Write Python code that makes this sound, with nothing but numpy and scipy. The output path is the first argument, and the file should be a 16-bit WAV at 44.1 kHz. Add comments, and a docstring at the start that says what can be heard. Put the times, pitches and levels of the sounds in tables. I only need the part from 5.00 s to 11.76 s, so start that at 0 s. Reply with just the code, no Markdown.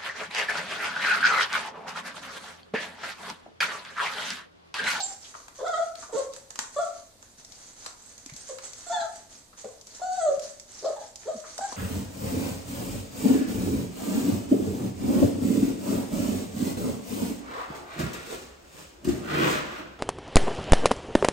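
"""A hard-walled pen, where puppies crowd over a piece of food about a metre from a stereo microphone.
They whine and yip, two at once at times, as quavering harmonics coloured by throat and nose; the nose
whistles are nearly pure tones. Jaws smack and click as short resonant noise, paws thud as dying sines,
straw rustles as crackling noise, and the room rings after every call with wall echoes and a diffuse tail."""
import sys
import numpy as np
from scipy import signal
from scipy.fft import rfft, irfft, next_fast_len
from scipy.io import wavfile

SR = 44100
rng = np.random.default_rng(int(sys.argv[2]) if len(sys.argv) > 2 else 0)


def wav_out(sig):
    """Save sig, one row per channel (or a flat mono array), as 16-bit PCM at SR to the path in sys.argv[1]."""
    wavfile.write(sys.argv[1], SR, np.round(np.clip(np.atleast_2d(sig).T, -1, 1) * 32767).astype(np.int16))


N = 298116
TIME = np.arange(N) / SR

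# Event levels in the tables are starting points in dB; the functions trim them further.

# faint rumble of the building: hz [Hz], relative_db [dB]
ROOM_TONE = [(12, -63), (20, -4.5), (103, -5.5), (160, -10.5), (270, -8), (310, -12.5), (656, -12.5),
             (1240, -22), (2930, -25.5), (3970, -20), (9370, -24), (12400, -31), (15000, -31.5)]
ROOM_TONE_DB = -57.5
# decay of the room's tail: hz [Hz], t60_s [s]
ROOM_T60 = [(150, 0.13), (600, 0.5), (1400, 0.47), (4000, 0.27), (8000, 0.4), (14000, 0.13)]
# room (width, length, height) and the microphone's place in it, in m
ROOM_M, MIC_M = (3.3, 4.1, 2.4), (1.9, 1.7, 0.94)
# tone balance of the microphone's two ports: hz [Hz], left_minus_right_db [dB]
PORT_BALANCE = [(60, 2), (110, 2.5), (200, 1), (380, 1.5), (690, 2), (1280, 2.5), (2360, -2.5), (4360, 3),
                (8040, -8), (14800, 0)]
TOP_HZ = 14700

# colour of the rubbed straw: hz [Hz], gain_db [dB]
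STRAW_COLOUR = [(150, -15.5), (260, -2), (650, -4), (1400, -5), (1900, -8), (2600, -11.5), (3500, -7.5),
                (4400, -3), (5200, -6), (6400, 2.5), (7700, -6), (9200, -11.5), (11000, -22.5),
                (14500, -49)]
# scuffs of paws and bodies through the straw: start_s [s], length_s [s], level_db [dB]
SCUFFS = [(0.004, 0.12, -46), (0.193, 0.099, -47), (0.342, 0.03, -45.5), (0.539, 0.33, -48.5),
          (0.952, 0.09, -46.5), (1.112, 0.078, -40.5), (1.305, 0.066, -48), (1.571, 0.038, -42.5),
          (1.714, 0.16, -48), (1.922, 0.052, -47.5), (2.14, 0.017, -69), (2.195, 0.11, -58.5),
          (2.369, 0.029, -48), (2.45, 0.26, -50), (2.75, .12, -46), (2.95, 0.63, -52.5),
          (3.328, 0.19, -48.5), (3.611, 0.045, -41.5), (3.735, 0.2, -46.5), (3.94, 0.12, -49.5),
          (4.073, 0.12, -50), (4.287, 0.046, -48), (4.563, 0.027, -44.5), (4.66, 0.065, -52),
          (4.855, 0.15, -49.5), (5.01, 0.33, -48), (5.399, 0.091, -45.5), (5.668, 0.13, -46.5),
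          (5.875, 0.048, -45), (5.983, 0.049, -44), (6.189, 0.21, -48), (6.438, .14, -44.5),
          (6.597, 0.25, -44)]
SCUFF_ATTACK_S, SCUFF_T60_S = 0.026, 0.34
STIR_DB = -67  # the straw is never quite still

# paws landing: start_s [s], level_db [dB], pitch_hz [Hz], t60_s [s]
THUDS = [(1.149, -51.5, 171, 0.091), (2.387, -53, 138, 0.067), (3.261, -42, 276, 0.05),
         (3.322, -41, 138, 0.066), (3.343, -42, 232, 0.027), (4.648, -44.5, 219, 0.056),
         (5.377, -42, 170, 0.028), (6.6, -46, 242, 0.048), (6.725, -43, 263, 0.041)]
# low grunt: time_s [s], pitch_hz [Hz], level_db [dB]
GRUNT = [(6.345, 262, -49), (6.358, 231, -40), (6.38, 195, -52)]

# colour of small hard cracks and scraping stalks: hz [Hz], gain_db [dB]
CLICK_COLOUR = [(1500, -4), (3000, 0.5), (4500, 4.5), (6200, 2.5), (7700, 4.5), (9000, -5.5), (12000, -5),
                (15000, -35)]
# sharp clicks of teeth and claws: start_s [s], level_db [dB], body_db (re click) [dB], ring_hz [Hz]
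CLICKS = [(0.352, -54, 2, 5000), (0.4821, -45.5, 5.5, 7310), (0.9543, -36.5, -7, 4310),
          (1.336, -37, -9, 6360), (1.363, -37, -6, 7440), (1.505, -34, -6, 6450), (1.557, -34, -3, 6400),
          (1.59, -21, -3.5, 6600), (2.2265, -44.5, -2, 6400), (2.8623, -31, -2.5, 4200),
          (3.261, -33.5, -20, 6550), (3.298, -40.5, -6, 6470), (3.585, -38, 0.5, 4390),
          (6.5798, -28.5, -9, 5700), (6.7276, -35.5, -11, 4330)]
CLICK_PAN_DB = 1  # left minus right
# loudest ticks of snapping straw: start_s [s], level_db [dB], left_minus_right_db [dB]
TICKS = [(0.681, -32, 0), (2.448, -33, 1), (2.521, -32.5, 7), (3.179, -33, 0), (3.3367, -32.5, 6),
         (3.3635, -29, 1), (3.733, -28.5, 10), (4.812, -35.5, 2), (4.8698, -32.5, 5), (5.3947, -27.5, 1),
         (5.598, -29.5, 1.5), (6.1575, -27.5, 0), (6.4006, -35, -6)]
TICK_HZ, TICK_SCATTER = 6200, 0.023  # ring of a stalk, and its spread as a share from stalk to stalk
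# wet smacks and hisses of the mouth: start_s [s], level_db [dB], mouth_hz [Hz], length_s (twice the rise) [s]
SMACKS = [(0, -32, 4240, 0.017), (0.241, -47, 3350, 0.019), (0.34, -41.5, 1250, 0.0064),
          (0.35, -35, 1040, 0.005), (1.024, -41.5, 1180, 0.015), (1.09, -44.5, 630, 0.021),
          (2.859, -38, 1090, 0.005), (3.291, -48.5, 2070, .01), (3.59, -45, 1240, 0.005),
          (4.529, -49, 1220, 0.0086), (4.994, -42, 675, 0.016), (5.416, -43, 5540, 0.036),
          (5.845, -43, 4730, 0.027), (6.231, -49, 1620, 0.0053), (6.432, -45.5, 1180, 0.026),
          (6.588, -30, 705, 0.005), (6.723, -31, 830, 0.0032)]

# thin nose whistles, one list each: time_s [s], pitch_hz [Hz], level_db [dB]
WHISTLES = [
    [(.022, 7650, -37), (.036, 7480, -27), (.055, 7170, -35), (.075, 7420, -35)],
    [(3.09, 8370, -55), (3.125, 8000, -63)],
    [(3.4, 8520, -47), (3.42, 8500, -52)],
    [(5.205, 8040, -43.5), (5.25, 8020, -43.5), (5.29, 7700, -68)],
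]
# open mouth, weighted by 5 - nasality for overtones and by 1 for breath: hz [Hz], gain_db [dB]
THROAT = [(1400, 5), (2050, 3.5), (2400, 0), (2850, -0.5), (3500, 4.5), (4200, 2.5), (4900, 2.5),
          (5600, -1.5), (7600, 2.5), (8600, -4), (12000, -49)]
# nose, weighted by nasality: hz [Hz], gain_db [dB]
NOSE = [(1400, -1.5), (2300, -16), (3000, -5), (3700, -10.5), (4400, 1), (5200, -22), (6100, 14.5),
        (7900, 2), (9000, -12), (12000, -53)]
# yips, each a rougher catch, a quick glide up or down to a clearer note, and a slide as it fades:
# start_s [s], catch_s [s], note_s [s], catch_hz [Hz], note_hz [Hz], end_hz [Hz], catch_db [dB], note_db [dB],
# octave_db (re level) [dB], overtone_db (re level) [dB], roughness [0 clear, 1 rough], nasality [0-2],
# right_m [m], ahead_m [m]
YIPS = [(0, 0.0028, 0.0084, 764, 781, 763, -8, -35.5, -19.5, -10, 0.38, 1, 0.066, 1.27),
        (1.126, 0.032, 0.034, 463, 560.7, 514, -35.5, -24, -18, -22, 0.49, 0.71, 0.13, 1.23),
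        (1.762, .02, 0.045, 573, 710, 654, -26.5, -26, -13, -23.5, 0.08, 0.77, 0.059, 1.07),
        (3.491, 0.0049, 0.019, 569, 513, 566, -36, -36.5, -18.5, -20, 0.44, 0.35, 0.094, 0.67),
        (3.865, .002, 0.0034, 693, 712, 726, -33, -45.5, -12.5, -11, 0.15, .5, 0.14, 1.26),
        (3.896, .02, .13, 695, 738, 640.6, -31, -31.5, -17.5, -16.5, 0.16, 1, 0.05, 1.3),
        (3.918, 0.0022, 0.052, 890, 889, 835, -59, -28.5, -13, -10, 0.26, 0.03, 0.061, 1.0),
        (3.997, 0.0019, 0.0126, 812, 818.4, 788, -38, -36.5, -5, -3.5, 0.44, .05, 0.11, 1.0),
        (4.638, 0.0046, .035, 589, 483, 540, -41.5, -40.5, -23.5, -17.5, 1.11, 1, 0.013, 1.1),
        (5.823, .028, .035, 505, 668, 563.6, -38, -27.5, -22.5, -24, 0.82, 1, 0.035, 1.19),
        (5.958, 0.003, 0.052, 870, 836, 820, -36, -42.5, -20.5, -18, 0.54, 0.2, 0.044, 1.16),
        (6.254, 0.017, 0.034, 447, 636, 603.4, -44, -28.5, -23, -23, 0.24, .95, .031, 0.97),
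        (6.607, 0.0019, 0.039, 778, 783, 802, -35, -31.5, -15.5, -24, 0.24, 0.57, 0.023, 1.25)]
GLIDE_S, FADE_DB = 0.01464, 5  # time from catch to note; loss of level along the note
CATCH_OCTAVE_DB, END_OCTAVE_DB = 6.5, 7  # lift of the octave in the catch and at the end of the note
CATCH_OVERTONE_DB, CATCH_SAG = 4, 0.016  # the catch is brighter, and its pitch sags by this share
CATCH_SHIFT = 0.61  # share of the way from catch level to note level covered before the glide
CLEAR_SHARE = 0.53  # share of the roughness that stays in the note
# two long whines, one quavering, one sinking: time_s [s], pitch_hz [Hz], level_db [dB], octave_db (re level) [dB]
WHINES = [
    [(.585, 540, -45, -9), (.612, 491.5, -38.5, -6.5), (.638, 562, -29, -20), (.652, 758, -33.5, -9.5),
     (.665, 661.5, -30.5, -.5), (.69, 728, -28, -8), (.73, 663.6, -43, 4), (.742, 638.4, -27, 2),
     (.764, 653, -47, 11.5), (.777, 722, -28, -9), (.8, 649.5, -22.5, -27), (.825, 680, -35.5, 2)],
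    [(5.016, 700, -26.5, -19), (5.065, 757.5, -38.5, -9), (5.11, 734.4, -29, -21),
     (5.168, 763.4, -44.5, -1), (5.182, 747, -28, -22), (5.215, 663.5, -26, -13), (5.25, 640, -26.5, -16),
     (5.285, 581.6, -20, -24), (5.332, 548, -26.5, -35.5)],
]
# voice of each long whine: mean_overtone_db [dB], start_roughness [0-1], nasality [0-2], right_m [m], ahead_m [m]
WHINERS = [(-50.5, 0.59, 0.14, 0.12, 1.1), (-50, 0, 0.97, 0.065, .85)]
SETTLE_S, SETTLED_ROUGH = 0.052, 0.014  # a long whine soon clears to this roughness
CREAK_HZ, CREAK_ROUGH = 674, 0.93  # below this pitch it creaks: added roughness per share of pitch lost


def undb(db):
    """Decibels to gain."""
    return 10 ** (np.asarray(db) / 20)


def unit(x):
    """Scale to rms 1."""
    return x / np.sqrt(np.mean(x ** 2) + 1e-20)


def at(points, hz):
    """Read a spectrum on a log-frequency axis."""
    f, value = np.transpose(points)
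    return np.interp(np.log(np.maximum(hz, 1)), np.log(f), value)


def shape(x, gain):
    """Filter by a gain that is a function of frequency."""
    size = x.shape[-1]
    return irfft(rfft(x) * gain(np.arange(size // 2 + 1) * SR / size), size)


def colour(x, points, size=512):
    """Minimum-phase filter with the given spectrum, so that attacks stay sharp."""
    hz = np.arange(size // 2 + 1) * SR / size
    cepstrum = irfft(np.log(undb(at(points, hz))))
    # fold the cepstrum forward to make the filter causal
    cepstrum[1:size // 2] *= 2
    cepstrum[size // 2 + 1:] = 0
    impulse = irfft(np.exp(rfft(cepstrum)))
    return signal.lfilter(impulse, 1, x)


def resonate(x, hz, q):
    """One resonance."""
    return signal.lfilter(*signal.iirpeak(hz, q, fs=SR), x)


def wobble(size, hz):
    """Smooth random motion of spread 1, mostly slower than hz."""
    noise = rng.standard_normal(next_fast_len(size + SR // 4))
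    return unit(shape(noise, lambda f: 1 / (1 + (f / hz) ** 4)))[:size]


def pan(x, db):
    """Place a sound by its left-minus-right level."""
    return x * undb(np.array([[db], [-db]]) / 2)


def add(out, x, s):
    """Mix x in at time s."""
    i = max(int(s * SR), 0)
    out[..., i:i + x.shape[-1]] += x[..., :max(N - i, 0)]


def diffuse(size, alike_hz=850):
    """Noise from all sides: the bass is alike in both channels."""
    mid, side = rng.standard_normal((2, size))
    side = shape(side, lambda f: np.hypot(f, alike_hz / 4) / np.hypot(f, alike_hz))
    return unit(mid + side * np.array([[1], [-1]]))


def burst(t60, size=2048):
    """A crack of noise that dies away, drawn separately for each channel."""
    return rng.standard_normal((2, size)) * undb(-60 * TIME[:size] / t60)


def snap(hz, t60, ring=2.7, q=4):
    """Something small and hard cracks and rings briefly at its own pitch."""
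    crack = burst(t60)
    ringing = crack + ring * resonate(crack, hz, q)
    return colour(ringing, CLICK_COLOUR) / (1 + ring / 2)


def play(rows, fade_s=0.0042):
    """Soft on-off gate of one call, then its controls sample by sample."""
    s, *columns = np.transpose(rows)
    t = np.arange(s[0], max(s[-1], s[0] + fade_s) + fade_s, 1 / SR)
    gate = np.clip(np.minimum(t - t[0], t[-1] - t) / fade_s, 0, 1)
    return [gate] + [np.interp(t, s, column) for column in columns]


def tone(rows, waver):
    """A nearly pure, wavering note."""
    gate, hz, db = play(rows)
    hz = hz * (1 + waver * wobble(len(hz), 360))
    note = np.sqrt(2) * np.sin(2 * np.pi * np.cumsum(hz) / SR)
    out = np.zeros(N)
    add(out, gate * undb(db) * note, rows[0][0])
    return out


def room_tone():
    """A faint rumble of the building: diffuse noise shaped towards the bass."""
    return unit(shape(diffuse(N), lambda f: undb(at(ROOM_TONE, f)))) * undb(ROOM_TONE_DB)


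def room(right_m, ahead_m, tail_db, bounce=0.58, width=1.7, build_s=0.019, order=3):
    """Stereo response to a sound on the floor: mirror images in the walls, then a frequency-dependent tail."""
    source = (MIC_M[0] + right_m, MIC_M[1] + ahead_m, 0)
    turn = np.arange(-order, order + 1)
    images = [turn * wall + np.where(turn % 2, wall - s, s) - mic
              for wall, s, mic in zip(ROOM_M, source, MIC_M)]
    x, y, z = np.meshgrid(*images)
    r = np.sqrt(x ** 2 + y ** 2 + z ** 2)
    bounces = sum(np.meshgrid(abs(turn), abs(turn), abs(turn)))
    # the floor's image coincides with the source, hence 1 + bounce
    gain = bounce ** bounces * r.min() / r / (1 + bounce)
    lag = np.rint((r - r.min()) / 343 * SR).astype(int)  # speed of sound 343 m/s
    t = TIME[:int(.5 * SR)]
    # each channel favours what arrives from its own side
    early = np.array([np.bincount(lag.ravel(), (gain * (1 + side * width * x / r)).ravel(), len(t))
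                      for side in (-1, 1)])
    noise = diffuse(len(t), 980)
    centres = [hz for hz, _ in ROOM_T60]
    tail = 0
    for weights, (_, t60) in zip(np.eye(len(centres)), ROOM_T60):
        band = shape(noise, lambda f: at(list(zip(centres, weights)), f))
        tail = tail + band * undb(-60 * t / t60)
    tail = unit(tail * (1 - np.exp(-(t / build_s) ** 2))) / np.sqrt(len(t))
    return early + tail * undb(tail_db)


def echo(x, response):
    """Play a sound into the room."""
    return signal.fftconvolve(np.atleast_2d(x), response, axes=1)[:, :N]


def scuffing():
    """How hard the straw is rubbed: scuffs with attack, hold and release over a faint constant stir."""
    power = np.full(N, undb(STIR_DB) ** 2)
    for s, length, db in SCUFFS:
        t = TIME[:int((length + SCUFF_T60_S) * SR)]
        attack = np.minimum(t / SCUFF_ATTACK_S, 1)
        release_db = -60 * np.maximum(t - length, 0) / SCUFF_T60_S
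        add(power, (attack * undb(db + release_db)) ** 2, s)
    return np.sqrt(power)


def straw(rustle_db=-3.0, grains_hz=1400, spread_db=2.5, flutter_db=2, stalk_db=-4, stalk_q=14, count=420):
    """Fur and paws rub over straw: a hiss full of tiny crackles, and single stalks scraping at their own pitch."""
    sizes = undb(spread_db * np.minimum(rng.exponential(size=N), 5))
    grains = (rng.random(N) < grains_hz / SR) * sizes
    crackle = signal.fftconvolve(grains[None], burst(0.0034), axes=1)[:, :N]
    hiss = unit(colour(unit(crackle) + diffuse(N), STRAW_COLOUR))
    stalks = np.zeros((2, N))
    for when, pitch, size, length in rng.random((count, 4)):
        scrape = resonate(burst(0.075 + 0.02 * length), 3500 + 5000 * np.sqrt(pitch), stalk_q)
        add(stalks, scrape * undb(-16 * size), when * TIME[-1])
    rustle = hiss + undb(stalk_db) * unit(colour(stalks, CLICK_COLOUR))
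    return rustle * scuffing() * undb(rustle_db + flutter_db * wobble(N, 8.5))


def paws():
    """Soft pads thud on the floor as quickly rising, dying sines; a puppy grunts."""
    out = tone(GRUNT, waver=0.016)
    t = TIME[:SR // 4]
    for s, db, hz, t60 in THUDS:
        envelope = undb(db - 60 * t / t60) * (1 - np.exp(-t / 0.0027))
        add(out, 2 * envelope * np.sin(2 * np.pi * hz * t), s)
    return out


def chewing(click_db=2, body_db=3, tick_db=-4, smack_db=-1, mouth_q=2.6):
    """Teeth and claws click, straw snaps, and wet smacks ring the mouth cavity."""
    out = np.zeros((2, N))
    for s, db, low_db, hz in CLICKS:
        body = 2 * resonate(burst(0.034), 980, 0.87)
        click = snap(hz, t60=0.024) + undb(low_db + body_db) * body
        add(out, pan(click, CLICK_PAN_DB) * undb(db + click_db), s)
    for s, db, pan_db in TICKS:
        hz = TICK_HZ * (1 + TICK_SCATTER * rng.standard_normal())
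        add(out, pan(snap(hz, t60=0.029), pan_db) * undb(db + tick_db), s)
    for s, db, hz, length in SMACKS:
        t = TIME[:SR // 4] / length
        wet = unit(resonate(resonate(diffuse(len(t)), hz, mouth_q), hz, mouth_q / 2))
        swell = 2 * t * np.exp(1 - 2 * t)  # peaks at 1, halfway through the length
        add(out, wet * swell * undb(db + smack_db), s)
    return out


def whine(rows, nasal, jitter=0.11, shimmer=0.86, quiver=0.00612, flicker_db=3, count=20):
    """Vocal folds: strong fundamental, octave and weak, flickering overtones; strain makes cycles uneven."""
    gate, hz, db, octave_db, overtone_db, rough = play(rows)
    size = len(hz)
    hz = hz * (1 + jitter * rough * wobble(size, 197) + quiver * wobble(size, 36.4))
    phase = 2 * np.pi * np.cumsum(hz) / SR
    overtones = 0
    for k in range(3, count):
        tract_db = (5 - nasal) * at(THROAT, k * hz) + nasal * at(NOSE, k * hz)
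        partial = np.sin(k * phase + rng.uniform(0, 2 * np.pi))
        overtones = overtones + undb(tract_db + flicker_db * wobble(size, 25)) * partial
    # air hisses through the folds once a cycle
    air = colour(rng.standard_normal(size), THROAT) * (1 + np.cos(phase))
    upper = unit(unit(overtones) + rough * unit(air))
    lower = np.sqrt(2) * (np.sin(phase) + undb(octave_db) * np.sin(2 * phase))
    voice = lower + undb(overtone_db) * upper
    return gate * undb(db) * voice * (1 + shimmer * rough * wobble(size, 145))


def yip(s, catch_s, note_s, catch_hz, note_hz, end_hz, catch_db, note_db, octave_db, overtone_db, rough):
    """Catch, glide and fading note: rows of time_s, pitch_hz, level_db, octave_db, overtone_db, roughness."""
    glide = s + catch_s
    note = glide + GLIDE_S
    clear = rough * CLEAR_SHARE
    glide_db = catch_db + CATCH_SHIFT * (note_db - catch_db)
    catch_colour = (octave_db + CATCH_OCTAVE_DB, overtone_db + CATCH_OVERTONE_DB, rough)
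    return [(s, catch_hz * (1 + CATCH_SAG), catch_db, *catch_colour),
            (glide, catch_hz, glide_db, *catch_colour),
            (note, note_hz, note_db, octave_db, overtone_db, clear),
            (note + note_s, end_hz, note_db - FADE_DB, octave_db + END_OCTAVE_DB, overtone_db, clear)]


def drawn_out(curve, overtone_db, rough, opening=0.94):
    """A long whine clears, and creaks where it sinks; overtones swell with the octave as the mouth opens."""
    s, hz, db, octave_db = np.transpose(curve)
    mouth_db = db + octave_db
    upper_db = overtone_db + opening * (mouth_db - mouth_db.mean()) - db
    creak = CREAK_ROUGH * np.maximum(1 - hz / CREAK_HZ, 0)
    roughness = SETTLED_ROUGH + creak + rough * np.exp(-(s - s[0]) / SETTLE_S)
    return np.transpose([s, hz, db, octave_db, upper_db, roughness])


def voices(whistle_db=-1):
    """Every call sounds from its own spot in the pen; noses whistle now and then."""
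    whistles = sum(tone(rows, waver=0.0082) for rows in WHISTLES)
    out = echo(whistles, room(0, 1, tail_db=-8)) * undb(whistle_db)
    calls = [(yip(*row[:-3]), row[-3:]) for row in YIPS]
    calls += [(drawn_out(curve, *row[:-3]), row[-3:]) for curve, row in zip(WHINES, WHINERS)]
    for rows, (nasal, right_m, ahead_m) in calls:
        add(out, echo(whine(rows, nasal), room(right_m, ahead_m, tail_db=-4.5)), rows[0][0])
    return out


def scene(voice_db=-2):
    """Voices, chewing and straw ring in the room; paws stay dry, and a faint rumble lies under all."""
    near_floor = room(0, .8, tail_db=-6.5, bounce=0.2, build_s=0.0092)
    small_noises = echo(chewing() + straw(), near_floor)
    return room_tone() + paws() + small_noises + voices() * undb(voice_db)


def record(dry):
    """The microphone's two ports differ in tone; the top is cut."""
    heard = shape(dry, lambda f: undb(np.array([[1], [-1]]) * at(PORT_BALANCE, f) / 2))
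    return signal.sosfilt(signal.ellip(10, .2, 80, TOP_HZ, fs=SR, output="sos"), heard)


dry = scene()
out = record(dry)
wav_out(out)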